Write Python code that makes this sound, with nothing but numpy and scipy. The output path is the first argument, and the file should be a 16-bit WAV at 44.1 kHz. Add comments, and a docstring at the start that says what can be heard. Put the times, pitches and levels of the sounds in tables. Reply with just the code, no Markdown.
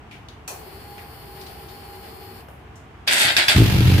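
"""Faint clicks, then a clack: a motorcycle is switched on close by, over a garage's low rumble.
Its fuel pump starts with a soft thump and whirrs for two seconds (brushes, shaft, fuel, tank hum).
The starter drive slams home, and its gears whine and clatter against compression.
The four-cylinder engine catches and settles to a low idle: each firing rings the exhaust pipe
while the valve gear ticks and hisses."""
import sys
import numpy as np
from scipy import signal
from scipy.fft import rfft, irfft
from scipy.io import wavfile

SR = 44100
rng = np.random.default_rng(int(sys.argv[2]) if len(sys.argv) > 2 else 0)


def to_wav(sig):
    """Store sig (one row per channel, or 1-D mono) as 16-bit WAV at the path in sys.argv[1].

    Samples outside -1..1 are clipped; the rate is SR.
    """
    pcm = np.clip(np.atleast_2d(sig), -1, 1) * 32767
    pcm = np.round(pcm).astype(np.int16)
    wavfile.write(sys.argv[1], SR, pcm.T)  # frames by channels


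N = 176400
TIME = np.arange(N) / SR
BINS_HZ = np.fft.rfftfreq(N, 1 / SR)
PAN_SPLIT = np.array([[.5], [-.5]])


def amp(db):
    """Decibels to gain."""
    return np.exp(np.asarray(db) * np.log(10) / 20)


def unit(x):
    """Scales to rms 1."""
    return x / np.sqrt(np.mean(x ** 2) + 1e-20)


def curve(table, column):
    """One table column over time."""
    rows = np.array(table)
    return np.interp(TIME, rows[:, 0], rows[:, column])


def read(points, hz):
    """Interpolates on a log-frequency axis."""
    f, value = np.transpose(points)
    return np.interp(np.log(hz + 1), np.log(f + 1), value)


def noise():
    """Stereo white noise."""
    return rng.standard_normal((2, N))


def tone(cycles):
    """Sinusoid with a random phase per channel."""
    return np.cos(2 * np.pi * (cycles + rng.random((2, 1))))


def wander(hz):
    """Random drift up to about hz, rms 1."""
    knots = rng.standard_normal(2048)
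    return unit(np.interp(TIME * hz * 2, np.arange(len(knots)), knots))


def decay(start, t60):
    """Sharp attack, exponential fall."""
    age = np.maximum(TIME - start, 0)
    return np.minimum(age / 0.00064, 1) * amp(-60 * np.minimum(age / t60, 4))


def rattle(hits_per_s=3500, spread_db=2.5):
    """Dense metal impacts of uneven size."""
    size = amp(spread_db * np.minimum(rng.exponential(1, N), 4))
    return noise() * size * (rng.random(N) < hits_per_s / SR)


# Stereo image: (frequency [Hz], L-R correlation [ratio])
CORRELATION = [(30, 1), (150, 0.88), (300, 0.97), (700, 0.4), (1500, 0.11), (4000, .02), (15000, 0.037)]

def colour(x, spectrum, pan_db=0):
    """Gives two unrelated channels a correlation, a spectrum and an L-R balance; rms 1."""
    z, same = rfft(x), np.clip(read(CORRELATION, BINS_HZ), -1, 1)
    z = np.array([z[0], same * z[0] + np.sqrt(1 - same ** 2) * z[1]])
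    return unit(irfft(z * amp(read(spectrum, BINS_HZ) + PAN_SPLIT * pan_db), N))


# Garage reverberation: (frequency [Hz], t60 [s])
GARAGE_T60 = [(100, 0.1), (600, 0.71), (3000, 0.28), (8000, 0.33), (15000, 0.56)]

def garage(x, wet_db):
    """Adds a diffuse tail, each band dying at its own rate."""
    hz, t, z = signal.stft(rng.standard_normal((2, SR // 2)), SR, nperseg=256)
    envelope = amp(-60 * t / read(GARAGE_T60, hz)[:, None]) * np.minimum(t / 0.005, 1)
    tail = signal.istft(z * envelope, SR, nperseg=256)[1]
    return x + amp(wet_db) * signal.fftconvolve(x, tail / np.linalg.norm(tail[0]), axes=1)[:, :N]


# Background spectrum: (frequency [Hz], relative level [dB])
RUMBLE = [(12, -63), (20, -55), (59, 1), (148, -6), (191, -11), (232, -11), (451, -12.5), (519, -22),
          (745, -12), (1100, -17), (2830, -25.5), (3080, -27), (3960, -36), (9120, -47), (15500, -53)]

def rumble():
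    """Steady low room noise."""
    return amp(-43.5) * colour(noise(), RUMBLE)


# Clicks and pump-start thump: (time [s], level [dB], centre [Hz], t60 [s])
SMALL_HITS = [(0.111, -42.5, 2500, 0.24), (0.2858, -36.5, 3500, 0.027), (.502, -42, 704, 0.26),
              (0.98, -38, 2130, 0.066), (1.413, -38.5, 4170, .04), (1.466, -37.5, 3700, 0.04),
              (1.684, -45, 3830, .08), (2.485, -31.5, 710, .015), (2.486, -57, 10800, 0.16),
              (2.535, -64, 11000, 0.19), (2.756, -51.5, 6500, 0.11)]

def clicks_and_thump(half_width_oct=0.48):
    """Light clicks, and a soft thump as the fuel pump starts."""
    out = 0
    for start, db, hz, t60 in SMALL_HITS:
        band_db = -20 * np.log10(1 + (np.log2((BINS_HZ + 1) / hz) / half_width_oct) ** 2)
        out += amp(db) * decay(start, t60) * colour(noise(), np.c_[BINS_HZ, band_db], pan_db=3)
    return garage(out, wet_db=1.5)


# Switch spectrum: (frequency [Hz], relative level [dB])
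SWITCH_CLACK = [(350, -44), (600, -9), (820, -5.5), (902, -6.5), (1660, -11), (1910, -12), (2240, -19),
                (2500, 2), (2830, -16), (4490, -11.5), (5000, -21), (5580, -7.5), (15500, -18)]

def switch():
    """The switch closes with one clack."""
    clack = amp(-28.5) * decay(start=.477, t60=0.12) * colour(noise(), SWITCH_CLACK, pan_db=1)
    return garage(clack, wet_db=2.5)


# Pump squeak: (peak time [s], half-width [s], frequency [Hz], level [dB])
SQUEAK_TONES = [(1.2, .04, 3005, -57), (1.2, .045, 4330, -56)]

def squeak():
    """Two wavering tones swell and fade in the pump."""
    out = 0
    for peak_s, width_s, hz, db in SQUEAK_TONES:
        cycles = np.cumsum(hz * (1 + 0.00734 * wander(hz=77.6))) / SR
        out += amp(db) * np.exp(-((TIME - peak_s) / width_s) ** 2) * tone(cycles)
    return out


# Tank resonances: (frequency [Hz], width [Hz], level [dB])
TANK_MODES = [(382, 22, -51), (438, 40, -53), (813.5, 6.1, -51.5), (808, 30, -56.5)]

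def tank_hum():
    """The tank hums at its resonances."""
    out = 0
    for hz, width_hz, db in TANK_MODES:
        band_db = -20 * np.log10(1 + (2 * (BINS_HZ - hz) / width_hz) ** 2)
        out += amp(db) * colour(noise(), np.c_[BINS_HZ, band_db])
    return out


# Fuel hiss spectrum: (frequency [Hz], relative level [dB])
FUEL = [(100, -11), (300, -1.5), (520, -8.5), (750, -2), (1100, -13), (2000, -8), (4400, -15), (6000, -31),
        (8000, -20.5), (11000, -18), (14000, -19.5), (15500, -30)]
# Fuel hiss balance: (frequency [Hz], L-R [dB])
FUEL_PAN = [(300, -2), (1000, 15), (2200, 4.5), (3500, 10.5), (5000, -31), (7000, -3), (9500, -8),
            (12000, -5.5)]

def fuel_hiss():
    """Flowing fuel hisses unevenly."""
    return amp(-49 + 1.8 * wander(hz=11)) * colour(noise(), FUEL, read(FUEL_PAN, BINS_HZ))


# Brush spectrum: (frequency [Hz], relative level [dB])
BRUSH = [(200, -11), (600, -21), (1200, 2), (2200, -20.5), (3000, -6), (3700, -26), (4500, -6.5),
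         (5600, -25), (7400, -16.5), (8400, -21), (9600, -15), (10150, -4), (11300, -20), (12600, -21),
         (13500, -2), (15300, -11)]
# Brush balance: (frequency [Hz], L-R [dB])
BRUSH_PAN = [(300, -8), (2500, -4), (5000, 25.5), (9500, -7), (13000, 2)]

def brush_buzz(turns, order_count=148, scatter_db=9.5, size=4096):
    """The brushes repeat one rough waveform every turn."""
    gains = amp(scatter_db * rng.standard_normal((2, order_count)).clip(-2, 2))
    orders = gains * np.exp(2j * np.pi * rng.random((2, order_count)))
    orders[:, 0] = 0
    buzz = np.array([np.interp(turns % 1 * size, np.arange(size), wave) for wave in irfft(orders, size)])
    flutter = 1 + 0.19 * wander(hz=39.6)
    return amp(-53.5) * colour(buzz * flutter, BRUSH, read(BRUSH_PAN, BINS_HZ))


# Shaft harmonics: (order [per turn], relative level [dB], L-R [dB])
SHAFT_ORDERS = [(28, -65, 1), (29, -65, 0), (41, -66, 0), (42, -63, -3), (43, -62, -1), (48, -67, -8),
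                (78, -72, -5), (79, -71, -7), (88, -73, -8), (90, -71, -8), (95, -62, -10), (96, -64, -3),
                (97, -68, -6), (101, -68, -5), (102, -69, -5), (120, -73, -3), (125, -63, -4),
                (126, -63, -6), (127, -67, -3), (131, -66, 0), (134, -68, -1), (138, -69, -1)]

def shaft_tones(turns, start_s=0.51, rise_s=.08, gain_db=-4.5, flutter_db=2.5):
    """Some multiples of the shaft speed sing."""
    out = 0
    for order, db, pan_db in SHAFT_ORDERS:
        level_db = db + gain_db + PAN_SPLIT * pan_db + flutter_db * wander(hz=56.4)
        out += amp(level_db) * tone(order * turns)
    return out * np.clip((TIME - start_s) / rise_s, 0, 1)


# Pump motor: (time [s], shaft speed [Hz])
SHAFT_SPEED = [(.48, 80), (.52, 102), (.58, 105.1), (.88, 105.8), (.98, 106.1), (1.5, 106.25),
               (1.9, 105.55), (2.3, 105.4), (2.41, 105.7), (2.6, 70)]

def pump(on_s=.48, off_s=2.41, rise_s=0.025, fall_s=0.01):
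    """The electric fuel pump spins up, whirrs and stops."""
    running = np.clip((TIME - on_s) / rise_s, 0, 1) * np.exp(-np.maximum(TIME - off_s, 0) / fall_s)
    turns = np.cumsum(curve(SHAFT_SPEED, 1) * (1 + 0.00048 * wander(hz=25))) / SR
    whirr = garage(running * (brush_buzz(turns) + fuel_hiss()), wet_db=-4.5)
    return whirr + running * (shaft_tones(turns) + tank_hum())


# Clatter envelope: (time [s], relative body level [dB], relative treble level [dB])
CLATTER_LEVELS = [(3.068, -65, -67), (3.073, -33, -42), (3.08, -28, -44), (3.105, -24, -36),
                  (3.125, -21, -24), (3.16, -24.5, -32), (3.2, -22, -25), (3.255, -22.5, -30),
                  (3.28, -23.5, -38), (3.315, -25.5, -39), (3.358, -44, -47), (3.385, -18.5, -28),
                  (3.42, -24.5, -42), (3.44, -28.5, -40.5), (3.476, -45, -47), (3.495, -18, -29),
                  (3.53, -24, -33.5), (3.56, -35, -43), (3.64, -62, -46)]
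# Clatter spectra: (frequency [Hz], relative level [dB])
CLATTER_BODY = [(120, -60), (200, -17), (420, -12.5), (515, -26), (571, -9.5), (798, -9), (1170, -17),
                (1630, -1.5), (3090, -5.5), (3580, -2.5), (4080, -10.5), (4580, -6.5), (6500, -28),
                (8450, -35), (14300, -120)]
CLATTER_TREBLE = [(3530, -15), (6000, -4.5), (6520, -5.5), (7950, 0.5), (9020, -2), (9580, -5.5),
                  (12400, -6.5), (13800, -22), (14900, -14), (15500, -19)]
# Starter balance: (frequency [Hz], L-R [dB])
STARTER_PAN = [(60, -4), (130, -3), (290, 1.5), (640, -2.5), (1410, 4), (3100, 3.5), (6820, -8.5),
               (15000, 0.5)]
ENGAGED = (TIME > CLATTER_LEVELS[0][0]) & (TIME < CLATTER_LEVELS[-1][0])

def gear_clatter():
    """The starter's teeth rattle against compression."""
    pan_db = read(STARTER_PAN, BINS_HZ)
    body = colour(rattle(), CLATTER_BODY, pan_db) * amp(curve(CLATTER_LEVELS, 1) + 4.0)
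    treble = colour(rattle(), CLATTER_TREBLE, pan_db) * amp(curve(CLATTER_LEVELS, 2) + 3.5)
    return garage(ENGAGED * (body + treble), wet_db=-3.5)


# Starter whine: (time [s], mesh rate [Hz], level [dB])
GEAR_MESH = [(3.075, 450, -42), (3.125, 860, -31), (3.17, 1000, -29), (3.205, 915, -19.5),
             (3.24, 820, -21.5), (3.275, 670, -21.5), (3.305, 530, -26), (3.362, 520, -35),
             (3.374, 950, -22), (3.4, 660, -22), (3.42, 565, -24), (3.477, 570, -34), (3.488, 920, -21),
             (3.525, 650, -24), (3.56, 620, -38), (3.65, 600, -65)]
# Gear housing response: (frequency [Hz], gain [dB])
GEAR_HOUSING = [(500, -12), (900, -9), (1600, -1), (2400, 0), (2950, -5), (3600, 2), (4500, -1),
                (5800, -20), (8000, -13), (11000, -18), (15000, -28)]

def gear_whine(teeth=9, jitter=.005, wobble_rad=.07):
    """Slightly eccentric starter gears whine, slowing as the pistons meet compression."""
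    mesh_hz = curve(GEAR_MESH, 1)
    cycles = np.cumsum(mesh_hz * (1 + jitter * wander(hz=140))) / SR
    cycles += wobble_rad * np.sin(2 * np.pi * cycles / teeth) / (2 * np.pi)
    whine = sum(amp(read(GEAR_HOUSING, k * mesh_hz) + wander(hz=70)) * tone(k * cycles)
                for k in range(1, 15))
    return garage(ENGAGED * unit(whine) * amp(curve(GEAR_MESH, 2)), wet_db=-11)


# Drive impacts: (time [s], crack level [dB], crack t60 [s])
DRIVE_HITS = [(3.0759, -13, 0.12), (3.366, -9.5, 0.077), (3.482, -8.5, 0.093)]
# Impact spectrum: (frequency [Hz], relative level [dB])
DRIVE_CRACK = [(180, -46), (300, -29), (1220, -16), (1940, -11), (2600, -4), (3170, -8), (3560, 0.5),
               (4130, -12), (4640, -3), (6350, -19.5), (7120, -27), (10600, -19), (15500, -25.5)]
# Steel modes: (frequency [Hz], relative level [dB], t60 [s])
DRIVE_MODES = [(1630, 10, 0.13), (1845, -9, 0.19), (2300, -1, 0.25), (2510, 6.5, 0.27), (3570, -7, 0.11),
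               (4550, -11, 0.12), (5800, 2, 0.094), (7260, -5, 0.3)]

def drive_clacks(ring_db=-18.5):
    """The starter drive slams home and its steel rings."""
    crack = colour(noise(), DRIVE_CRACK, read(STARTER_PAN, BINS_HZ))
    out = np.zeros((2, N))
    t = np.arange(SR // 3) / SR
    for start, db, t60 in DRIVE_HITS:
        ring = sum(amp(level - 60 * t / ring_s) * tone(hz * t) for hz, level, ring_s in DRIVE_MODES)
        first = int(start * SR)
        out[:, first:first + len(t)] += amp(db + ring_db) * ring
        out += amp(db) * crack * decay(start, t60)
    return garage(out, wet_db=-11)


# Valve gear and gas spectrum: (frequency [Hz], relative level [dB])
VALVE_HISS = [(260, -2), (450, -5.5), (514, -7.5), (790, -5.5), (1180, -11), (1490, -6), (1760, -7),
              (2620, -3), (4660, -8.5), (6000, -16), (8820, -21.5), (11900, -16.5), (15500, -23.5)]

def valve_gear(age, firings, catch_db=18.5, catch_s=0.017, throb=0.35):
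    """Ticks and gas hiss flare as the engine catches, then throb with each firing."""
    level = np.clip(age / 0.0068, 0, 1) * amp(-28.5 + catch_db * np.exp(-np.abs(age) / catch_s))
    level *= 1 + throb * np.cos(2 * np.pi * firings)
    return garage(colour(rattle(), VALVE_HISS) * level, wet_db=0.5)


# Exhaust pipe modes: (nominal frequency [Hz], relative level [dB], t60 [s])
PIPE_MODES = [(92.6, -4, 0.18), (126.4, -1.5, 0.213), (188, -6, 0.1), (272, -11.5, 0.059),
              (321, -19.5, 0.14), (390.4, -26, 0.12)]

def exhaust_pulse(start, db, bark_db, bark_above_hz=220, rise_s=0.0012):
    """One puff of gas rings the pipe; bark is the gain of the upper modes."""
    t = np.arange(SR // 4) / SR
    ring = 0
    for hz, level, t60 in PIPE_MODES:
        envelope = amp(level + bark_db * (hz > bark_above_hz) - 60 * t / t60)
        ring += envelope * np.sin(2 * np.pi * hz * rng.uniform(0.876, 1.02) * t)
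    out, first = np.zeros(N + SR), int(start * SR)
    out[first:first + len(t)] = -amp(db) * ring * (1 - np.exp(-t / rise_s))
    return out[:N]


# Cranking puffs: (time [s], strength [dB])
CRANK_PUFFS = [(3.248, -26.5), (3.361, -31), (3.481, -29.5), (3.548, -16.5)]
# Running engine: (time [s], firing rate [Hz], strength [dB], bark [dB])
FIRING = [(3.56, 43.06, -3.5, -16), (3.583, 50, -5, 12), (3.619, 56.5, -3.5, 9), (3.645, 47, -13.5, 8),
          (3.71, 47.7, -13.5, -5), (3.737, 48.7, -4.5, -1.5), (3.76, 47, -10.5, 2.5),
          (3.783, 48.5, -5.5, -1), (3.806, 44.2, -6.5, 6.5), (3.828, 38.3, -32, -9), (3.853, 43.7, -8, 0),
          (3.878, 46.6, -6, 1), (3.944, 45.3, -6, 1.5), (3.968, 48.5, -13, 9), (4, 41, -7, 5)]

def engine(pipe_band_hz=(54, 524)):
    """Soft cranking puffs, then uneven firings with the valve gear on top."""
    age = TIME - FIRING[0][0]
    firings = np.cumsum(curve(FIRING, 1) * (age > 0)) / SR
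    onsets = np.flatnonzero(np.diff(np.ceil(firings)))
    strength_db, bark_db = curve(FIRING, 2), curve(FIRING, 3)
    pipe = sum(exhaust_pulse(i / SR, strength_db[i], bark_db[i]) for i in onsets)
    pipe += sum(exhaust_pulse(start, db, bark_db=5) for start, db in CRANK_PUFFS)
    pipe = signal.sosfilt(signal.butter(3, pipe_band_hz, "band", fs=SR, output="sos"), pipe)
    return garage(np.array([pipe, pipe]), wet_db=-9.5) + valve_gear(age, firings)


def scene():
    """Switch-on, starter and engine over the room's rumble."""
    return (rumble() + clicks_and_thump() + switch() + squeak() + pump()
            + gear_clatter() + gear_whine() + drive_clacks() + engine())


def record(dry):
    """Soft peak limiter, then a low-pass."""
    ceiling, cutoff_hz = 0.85, 15600
    rounded = dry / (1 + (dry / ceiling) ** 4) ** .25
    lowpass = signal.firwin(511, cutoff_hz, window=("kaiser", 9), fs=SR)
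    return signal.oaconvolve(rounded, lowpass[None], "same", axes=1)


dry = scene()
out = record(dry)
to_wav(out)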